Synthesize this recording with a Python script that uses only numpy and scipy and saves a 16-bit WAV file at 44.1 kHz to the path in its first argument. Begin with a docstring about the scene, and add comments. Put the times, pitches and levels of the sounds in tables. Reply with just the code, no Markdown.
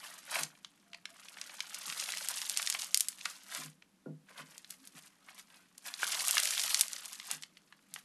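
"""Foam-bead slime crackles as two hands knead it on a table: beads unstick in random band-passed ticks. Trapped
air pockets pop sharply and wet bubbles ring briefly, both as decaying sinusoids near the hands. The table thuds
softly as a sum of damped modes when the lump is pressed, dropped or turned over. Faint tones sound briefly,
some gliding. The small, quiet room adds a short tail and a low, shaped noise."""
import sys
import numpy as np
from scipy import signal
from scipy.fft import rfft, irfft, next_fast_len
from scipy.io import wavfile
from scipy.ndimage import uniform_filter1d, map_coordinates

SR = 44100
rng = np.random.default_rng(int(sys.argv[2]) if len(sys.argv) > 2 else 0)


def wrap_up_sound(samples):
    """Save the sound to the file named by the first command line argument, as 16-bit audio."""
    columns = np.atleast_2d(samples).T
    # keep every value between -1 and 1, then stretch to whole-number steps
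    tamed = np.clip(columns, -1, 1)
    steps = np.round(tamed * 32767).astype(np.int16)
    wavfile.write(sys.argv[1], SR, steps)


N = 354563
TIME = np.arange(N) / SR

# colour of the crackle: (frequency [Hz], relative spectral density [dB])
CRACKLE_COLOUR = [(200, -14.5), (340, -18), (470, -10), (640, -3.5), (900, -2.5), (1650, 1), (5000, 5),
                  (11500, 3.5)]


def crackle(squelch, beads, per_s, more_per_db, size_db, clump_db, narrow_db,
            scatter_db, scatter_t60, squelch_db, beads_db):
    """Stochastic impulse emission: beads unstick in ticks of random pitch, more often under a harder squeeze."""
    squelch = squelch + squelch_db
    beads = beads + beads_db
    rate = per_s * from_db(more_per_db * (beads - beads.max()))
    at = np.flatnonzero(rng.random(N) < rate / SR)

    # the wandering size gathers the ticks into small avalanches
    all_sizes_db = size_db * np.minimum(rng.exponential(1, N), 5) + clump_db * drift(180)
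    sizes = from_db(all_sizes_db)[at]
    pitches = np.exp(rng.uniform(np.log(300), np.log(16000), N))[at]

    out = np.zeros(N)
    edges = np.geomspace(150, 13500, 15)
    for low, high in zip(edges, edges[1:]):
        hz = np.sqrt(low * high)
        octaves_away = np.abs(np.log2(hz / pitches))
        signs = rng.choice([-1, 1], N)[at]
        ticks = np.zeros(N)
        ticks[at] = sizes * from_db(-narrow_db * octaves_away) * signs
        ticks += from_db(scatter_db) * scatter(ticks, scatter_t60)
        # even out the running power, so that the hands set the strength of each stretch
        ticks /= np.sqrt(np.abs(uniform_filter1d(ticks ** 2, size=3000)) + 1e-9)
        # low ticks are wet slime, high ones dry beads
        dry_share = np.clip(np.log(hz / 1500) / np.log(6000 / 1500), 0, 1)
        level = (1 - dry_share) * squelch + dry_share * beads + at_hz(CRACKLE_COLOUR, hz)
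        out += butter(ticks * from_db(level), [low, high], "band")
    return out


def scatter(x, t60):
    """Diffuse reflection: each tick starts a fresh noise of equal energy that decays exponentially."""
    keep = from_db(-120 / (t60 * SR))   # acts on power, hence 120
    power = signal.lfilter([0, 1 - keep], [1, -keep], x ** 2 + 1e-24)
    return np.sqrt(power) * rng.standard_normal(N)


GRIP_DB_PER_S, SETTLE_DB_PER_S = 23, 15   # growth as the grip closes, decay under the held hands
SQUELCH_FOLLOWS = 0.659   # share of that swing in the wet squelch
LET_GO_DB_PER_S = 297.5   # fade before the touch and after letting go
REST_SQUELCH_DB, REST_BEADS_DB = -79.5, -77.5   # relative levels of the lump under resting fingers
FITS_PER_S, FITS_DB = 29, 1.4933   # the beads give way in fits and starts
STALL_S = 0.029   # time of the drop when the lump stops giving
AWAY_DROP_DB = 13   # the resting rustle sinks by this much
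DRYING_DB_PER_S = 4.5   # under a closed grip the air runs out and the squelch fades
# long squeezes: (fingers touch [s], grip closed [s], lump stops giving [s], let go [s],
#   relative wet squelch [dB], relative bead crackle at full grip [dB], drop when it stops giving [dB])
LONG_SQUEEZES = [(1.092, 1.999, 2.84, 3.50, -55, -46, 8), (6.01, 6.253, 6.815, 7.27, -49.5, -38, 12)]
# nothing touches the lump: (from [s], to [s]); a row that ends before it starts has no effect
UNTOUCHED_SPANS = [(3.72, 4.27), (7.5, 6.4)]


def squeezing():
    """Power summation: long squeezes add to the resting lump, giving squelch and bead levels in dB."""
    inside = sum(1.0 * (TIME > start) * (TIME < end) for start, end in UNTOUCHED_SPANS)
    away = uniform_filter1d(inside, size=2000)
    rest_db = np.array([[REST_SQUELCH_DB], [REST_BEADS_DB]])
    power = from_db(rest_db - AWAY_DROP_DB * away) ** 2
    for touch, closed, stall, let_go, squelch_db, beads_db, stall_db in LONG_SQUEEZES:
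        held = np.maximum(TIME - stall, 0)
        slack = GRIP_DB_PER_S * np.maximum(closed - TIME, 0)
        slack += stall_db * np.minimum(held / STALL_S, 1) + SETTLE_DB_PER_S * held
        slack += FITS_DB * drift(FITS_PER_S)
        dried = DRYING_DB_PER_S * np.maximum(TIME - closed, 0)
        hands_off = LET_GO_DB_PER_S * np.abs(TIME - np.clip(TIME, touch, let_go))
        squelch = squelch_db - SQUELCH_FOLLOWS * slack - dried - hands_off
        beads = beads_db - slack - hands_off
        power += from_db([squelch, beads]) ** 2
    return 10 * np.log10(power)


TOUCH_FADE_DB = 8.5   # asymptotic slope per half length, either side of a touch
# brief touches, as the hands peel off, grab, shift or turn the lump:
#   (time [s], relative wet squelch [dB], relative bead crackle [dB], half length [s])
BRIEF_TOUCHES = [(0.058, -54.5, -54.5, .042), (0.158, -63, -58.5, 0.066), (0.343, -42.5, -43, .027),
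                 (0.364, -38, -44.5, 0.0048), (0.399, -44.5, -42.5, 0.023), (.507, -67.5, -72, .06),
                 (1.47, -63, -65.5, 0.0834), (2.308, -47, -44, 0.00714), (3.293, -57.5, -53, .03),
                 (3.559, -49, -47, 0.033), (3.627, -57, -50.5, .027), (4.307, -58, -67, 0.0143),
                 (4.394, -50, -57.5, 0.01915), (4.528, -65.5, -64.5, .056), (4.717, -66.5, -58.5, 0.022),
                 (4.856, -71.5, -62, 0.0265), (4.974, -60, -57, 0.0171), (5.05, -69.5, -62, 0.024),
                 (5.303, -62.5, -65.5, 0.0297), (5.388, -61, -55.5, 0.0169), (5.548, -67, -67, 0.0406),
                 (5.874, -52, -48, 0.0162), (5.924, -59, -55.5, 0.027), (7.318, -51, -46.5, 0.02604),
                 (7.968, -63, -58, .021)]


def touching():
    """Power summation: brief touches add as rounded swells, giving squelch and bead levels in dB."""
    power = np.zeros((2, N))
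    for s, squelch_db, beads_db, half_s in BRIEF_TOUCHES:
        half_lengths = np.minimum(np.abs(TIME - s) / half_s, 20)
        swell = from_db(-TOUCH_FADE_DB * (np.hypot(1, half_lengths) - 1))
        power += (from_db([[squelch_db], [beads_db]]) * swell) ** 2
    return 10 * np.log10(power)


def cupped_hands(x, delay_s, wander, reflected, per_s):
    """Comb filtering: two moving palms reflect the crackle, and its hollow colour keeps shifting."""
    out = x
    for palm in range(2):
        lag = delay_s * (palm + 1) * np.exp(wander * drift(per_s))
        out = out + reflected * map_coordinates(x, [(TIME - lag) * SR], order=3)
    return out / np.sqrt(1 + 2 * reflected ** 2)


# large air pockets bursting: (time [s], relative level over the first ms [dB], pitch [Hz])
LARGE_POPS = [(.3564, -26.5, 1550), (.4343, -26.5, 6450), (.647, -39.5, 3220), (.9332, -42, 2960),
              (.9466, -39.5, 2960), (1.0553, -34, 3070), (1.285, -43.5, 3190), (1.3713, -43.5, 1594),
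              (1.4144, -33, 4950), (1.496, -43, 2110), (1.6052, -26.5, 3460), (1.745, -34, 6040),
              (1.8997, -33, 4000), (1.9252, -37.5, 2260), (1.9999, -29.5, 5530), (2.0243, -36, 2170),
              (2.0899, -34.5, 1800), (2.1214, -31.5, 4940), (2.1381, -36, 1850), (2.1716, -39, 2870),
              (2.2868, -24.5, 8600), (2.417, -30, 4670), (2.497, -24.5, 7860), (2.565, -34.5, 3800),
              (2.5737, -21.5, 7250), (2.598, -31, 1964), (2.6272, -34.5, 2970), (2.6645, -31, 6500),
              (2.6736, -24.5, 4510), (2.7006, -22.5, 7400), (2.7252, -29, 5070), (2.7492, -27.5, 2130),
              (2.8201, -31.5, 5820), (2.9451, -16, 6200), (2.9745, -19.5, 9570), (2.9984, -30.5, 7700),
              (3.0073, -17.5, 9050), (3.0854, -24, 9480), (3.2117, -39.5, 3610), (3.2563, -27.5, 4640),
              (3.257, -29.5, 1612), (3.5497, -32, 5740), (3.8235, -50, 2463), (4.58, -41, 6812),
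              (4.6457, -45, 3470), (4.7074, -35, 8950), (4.874, -42, 9450), (5.287, -46, 1583),
              (5.781, -42.5, 7700), (5.94, -32.5, 4240), (6.0312, -24.5, 1110), (6.1452, -35.5, 2040),
              (6.193, -33.5, 4640), (6.283, -20.5, 9680), (6.3101, -18.5, 10800), (6.37, -23, 2170),
              (6.3809, -18.5, 3900), (6.4005, -23, 8650), (6.4554, -24, 10450), (6.5079, -27, 5640),
              (6.5787, -27, 3700), (6.5957, -25.5, 4580), (6.6376, -30, 3320), (6.679, -33, 5590),
              (6.7455, -17.5, 5680), (6.7962, -25, 9350), (6.8107, -14, 8150), (6.8823, -35, 6880),
              (6.9325, -31.5, 6830), (6.9641, -36.5, 4020), (7.0576, -35, 8100), (7.1312, -36.5, 7295),
              (7.1994, -37, 3230), (7.3134, -25.5, 8040), (7.4243, -40, 5450), (7.4353, -37.5, 3762),
              (7.5708, -48.5, 2880), (7.725, -47, 1910), (7.94, -34, 8850), (7.9613, -38.5, 1690)]


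def pops(pockets, cycles, scatter_t60, low_share, neighbour_db, level_db):
    """Damped oscillation: a burst pocket decays by 60 dB in a few cycles, then scatters off fingers and table."""
    out = np.zeros(N)
    t = TIME[:SR // 40]
    for s, db, hz in pockets:
        burst = np.cos(2 * np.pi * hz * t) * from_db(-60 * t * hz / cycles)
        burst = butter(burst, 300 + low_share * hz, "high")
        burst = butter(burst, 2 * hz, "low")
        reflections = dying_noise(scatter_t60)[:len(t)]
        scattered = energy_one(signal.fftconvolve(burst, reflections)[:len(t)])
        # dull pops lie deep in the lump, bright ones burst in the open
        buried = min(3500 / hz, 1.3)
        delayed = np.pad(scattered, (SR // 3000, 0))[:len(t)]
        pop = energy_one(burst) + buried * delayed
        size = from_db(db + level_db) * np.sqrt(SR / 1000)   # energy equal to this level held for 1 ms
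        add(out, s, size * energy_one(pop))
        # a neighbouring pocket gives way a few ms before or after
        add(out, s + rng.normal(0, .002), size * from_db(neighbour_db) * scattered)
    return out


def small_pops(squelch, beads, per_s, more_per_db, over_db, spread_db, low_hz, high_hz):
    """Random point process: small pockets burst more often under a harder squeeze; rows as for large pops."""
    rate = per_s * from_db(more_per_db * (beads - beads.max()))
    at = np.flatnonzero(rng.random(N) < rate / SR)
    size, pitch = rng.random((2, N))[:, at]
    # dull pops follow the squelch, bright ones the beads
    db = (1 - pitch) * squelch[at] + pitch * beads[at] + over_db + spread_db * size
    return list(zip(at / SR, db, low_hz * (high_hz / low_hz) ** pitch))


def hollow(x, hz, width_hz, share):
    """Cavity resonance: the hollow between the fingers rings briefly after each pop."""
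    return x + share * butter(x, [hz - width_hz / 2, hz + width_hz / 2], "band", order=1)


def squelches(effort, per_s, low_hz, octaves, cycles, size_db, level_db):
    """Bubble resonance: random small sources each ring at a pitch of their own and decay in a few cycles."""
    out = np.zeros(N)
    t = TIME[:SR // 30]
    at = np.flatnonzero(rng.random(N) < per_s / SR) / SR
    for when, (pitch, size) in zip(at, rng.random((len(at), 2))):
        hz = low_hz * 2 ** (octaves * pitch)
        onset = 1 - np.exp(-t * hz)
        bubble = np.sin(2 * np.pi * hz * t) * from_db(-60 * t * hz / cycles) * onset
        db = effort[int(when * SR)] + level_db - size_db * np.sqrt(size)
        add(out, when, bubble * from_db(db))
    return out


# table modes: (frequency [Hz], relative level [dB], 60 dB decay time [s])
TABLE_MODES = [(153.8, -7, 0.24), (262, -8.5, 0.22), (335, -15, 0.18), (499, -15.5, 0.32),
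               (660, -14.5, 0.21), (1420, 7.5, 0.062)]
# hands and lump meeting the table:
#   (time [s], relative level [dB], time the push takes [s], upper limit of its excitation [Hz])
TABLE_THUDS = [(0.375, -45.5, 0.044, 270), (1.867, -52, 0.0058, 303), (3.565, -47, 0.0296, 266),
               (3.626, -43, 0.0344, 170), (4.058, -36.5, 0.00166, 394), (4.083, -30.5, 0.0082, 154.6),
               (4.377, -48.5, 0.045, 210), (4.939, -50.5, 0.0038, 227), (7.293, -52.5, 0.06, 260),
               (7.906, -54.5, 0.01, 179.3)]


def table(mush_db, mush_t60):
    """Modal excitation: a soft push swells slowly, a quick one starts abruptly; the lump adds a dull slap."""
    out = np.zeros(N)
    t = TIME[:SR // 2]
    hz, mode_db, t60 = np.transpose(TABLE_MODES)[:, :, None]
    for s, db, push_s, top_hz in TABLE_THUDS:
        swell = 1 - np.exp(-(t / push_s) ** 2)
        strength = from_db(mode_db) / np.sqrt(1 + (hz / top_hz) ** 4)
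        # phase runs on scene time, so pushes in a row add to the same swing
        rings = np.sin(2 * np.pi * hz * (s + t)) * from_db(-60 * t / t60)
        mush = butter(rng.standard_normal(len(t)), 147, "high", order=4)
        mush = butter(mush, top_hz, "low", order=3)
        thud = (strength * rings).sum(axis=0) + mush * from_db(mush_db - 60 * t / mush_t60)
        envelope_peak = np.max(swell * from_db(-60 * t / t60[0]))
        add(out, s, from_db(db) * thud * swell / envelope_peak)
    return butter(out, 134, "high", order=10)


# faint tones, some gliding: (time [s], frequency [Hz], level before flutter [dB], half length to 1/e [s], glide
# [Hz/s])
FAINT_TONES = [(0.94, 694, -65.5, 0.064, 0), (1.125, 679, -70, 0.04, 3), (3.39, 1536, -67, 0.07, 0.5),
               (4.829, 262.5, -61, 0.037, 0.5), (5.552, 2550, -67, 0.034, -3500),
               (5.59, 1542, -70.5, 0.06, -600), (5.638, 2620, -68, 0.024, 2998)]


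def faint_tones(wobble, flutter_db):
    """Unsteady tone: faint tones sing briefly, some gliding, all wavering."""
    out = np.zeros(N)
    for s, hz, db, half_s, glide in FAINT_TONES:
        frequency = hz * (1 + wobble * drift(80)) + glide * (TIME - s)
        phase = 2 * np.pi * np.cumsum(frequency) / SR
        swell = np.exp(-((TIME - s) / half_s) ** 2)
        out += from_db(db + flutter_db * drift(50)) * np.sin(phase) * swell
    return out


ROOM_T60_S = 0.17


def room(x, wet_db, wall_cut_hz):
    """Reverberation: convolution with decaying noise gives a short, faint tail from the walls."""
    tail = butter(dying_noise(ROOM_T60_S), wall_cut_hz, "low", order=1)
    tail = np.pad(tail, (SR // 250, 0))
    return x + from_db(wet_db) * signal.fftconvolve(x, tail)[:N]


ROOM_NOISE_DB = -70.5   # RMS level
# steady room noise: (frequency [Hz], relative spectral density [dB])
ROOM_NOISE_COLOUR = [(30, -25), (125, -21), (190, -1.5), (225, -10.5), (268, -7), (400, -18.5),
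                     (700, -20.5), (8000, -29.5)]


def room_noise():
    """Spectral shaping: white noise weighted over frequency gives a low drone with a little hiss."""
    size = next_fast_len(N)
    hz = np.maximum(np.fft.rfftfreq(size, 1 / SR), 1)
    spectrum = rfft(rng.standard_normal(size)) * from_db(at_hz(ROOM_NOISE_COLOUR, hz))
    return from_db(ROOM_NOISE_DB) * rms_one(irfft(spectrum, size)[:N])


def dying_noise(t60):
    """Diffuse decay: a dense run of reflections falls exponentially, with total energy 1."""
    t = TIME[:SR // 2]
    return energy_one(rng.standard_normal(len(t)) * from_db(-60 * t / t60))


def drift(per_s):
    """Random modulation: straight lines join normal random values of spread 1."""
    knots = np.arange(0, TIME[-1] + 1, 1 / per_s)
    return np.interp(TIME, knots, rng.standard_normal(N)[:len(knots)])


def butter(x, hz, kind, order=2):
    """Butterworth filtering: the passband is maximally flat."""
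    corners = np.clip(hz, 10, .45 * SR)
    sos = signal.butter(order, corners, kind, fs=SR, output="sos")
    return signal.sosfilt(sos, x + 1e-18)


def at_hz(points, hz):
    """Logarithmic frequency scale: table values are interpolated along log frequency."""
    known_hz, values = np.transpose(points)
    return np.interp(np.log(hz), np.log(known_hz), values)


def from_db(db):
    """Decibel law: 20 dB is a factor of ten in amplitude."""
    return 10 ** (np.asarray(db) / 20)


def rms_one(x):
    """Power normalisation: scales to an RMS of 1."""
    return x / np.sqrt(np.mean(x ** 2) + 1e-20)


def energy_one(x):
    """Energy normalisation: scales to a sum of squares of 1."""
    return x / np.sqrt(np.sum(x ** 2) + 1e-20)


def add(out, s, sound):
    """Superposition: mixes a sound in at time s."""
    start = max(round(s * SR), 0)
    out[start:start + len(sound)] += sound[:N - start]


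def scene():
    """Superposition of sources: the kneaded lump in its room, the table, faint tones and the room's drone."""
    squelch, crunch = squeezing()
    touch_squelch, touch_crunch = touching()
    beads = crackle(squelch, crunch, per_s=2600, more_per_db=0.33, size_db=4.0, clump_db=2.5,
                    narrow_db=14, scatter_db=0.0, scatter_t60=0.041, squelch_db=11.0, beads_db=0.0)
    # skin peeling off the slime frees many beads at once: a denser, smoother crunch
    peeling = crackle(touch_squelch, touch_crunch, per_s=7500, more_per_db=.6, size_db=4.0, clump_db=0.0,
                      narrow_db=17.5, scatter_db=0.5, scatter_t60=0.044, squelch_db=11.0, beads_db=1.27)
    crackling = cupped_hands(beads + peeling, delay_s=.0014, wander=0.251, reflected=0.29, per_s=7)

    pockets = LARGE_POPS + small_pops(squelch, crunch, per_s=50, more_per_db=0.16, over_db=5.5,
                                      spread_db=9.0, low_hz=1490, high_hz=9000)
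    bursts = pops(pockets, cycles=2.78, scatter_t60=0.015, low_share=0.3316, neighbour_db=-8, level_db=2.5)
    bursts = hollow(bursts, hz=2050, width_hz=220, share=0.45)

    # small wet bubbles give way among the beads
    bubbles = squelches(np.maximum(squelch, touch_squelch - 4), per_s=200, low_hz=995, octaves=1.6,
                        cycles=13, size_db=14.5, level_db=24.5)
    # single beads pull free of the slime with a short, higher ping
    pings = squelches(crunch, per_s=310, low_hz=2796, octaves=1.7, cycles=19, size_db=10.5, level_db=16.5)

    slime = room(crackling + bubbles + pings + bursts, wet_db=-12.5, wall_cut_hz=16000)
    thuds = table(mush_db=12.5, mush_t60=0.2)
    squeaks = faint_tones(wobble=.02, flutter_db=3.5)
    return slime + thuds + squeaks + room_noise()


CUTOFF_HZ = 12350


def record(dry):
    """Linear-phase low-pass filtering: the top is cut steeply."""
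    lowpass = signal.firwin(121, CUTOFF_HZ, fs=SR)
    return signal.fftconvolve(dry, lowpass, "same")[None]


dry = scene()
out = record(dry)
wrap_up_sound(out)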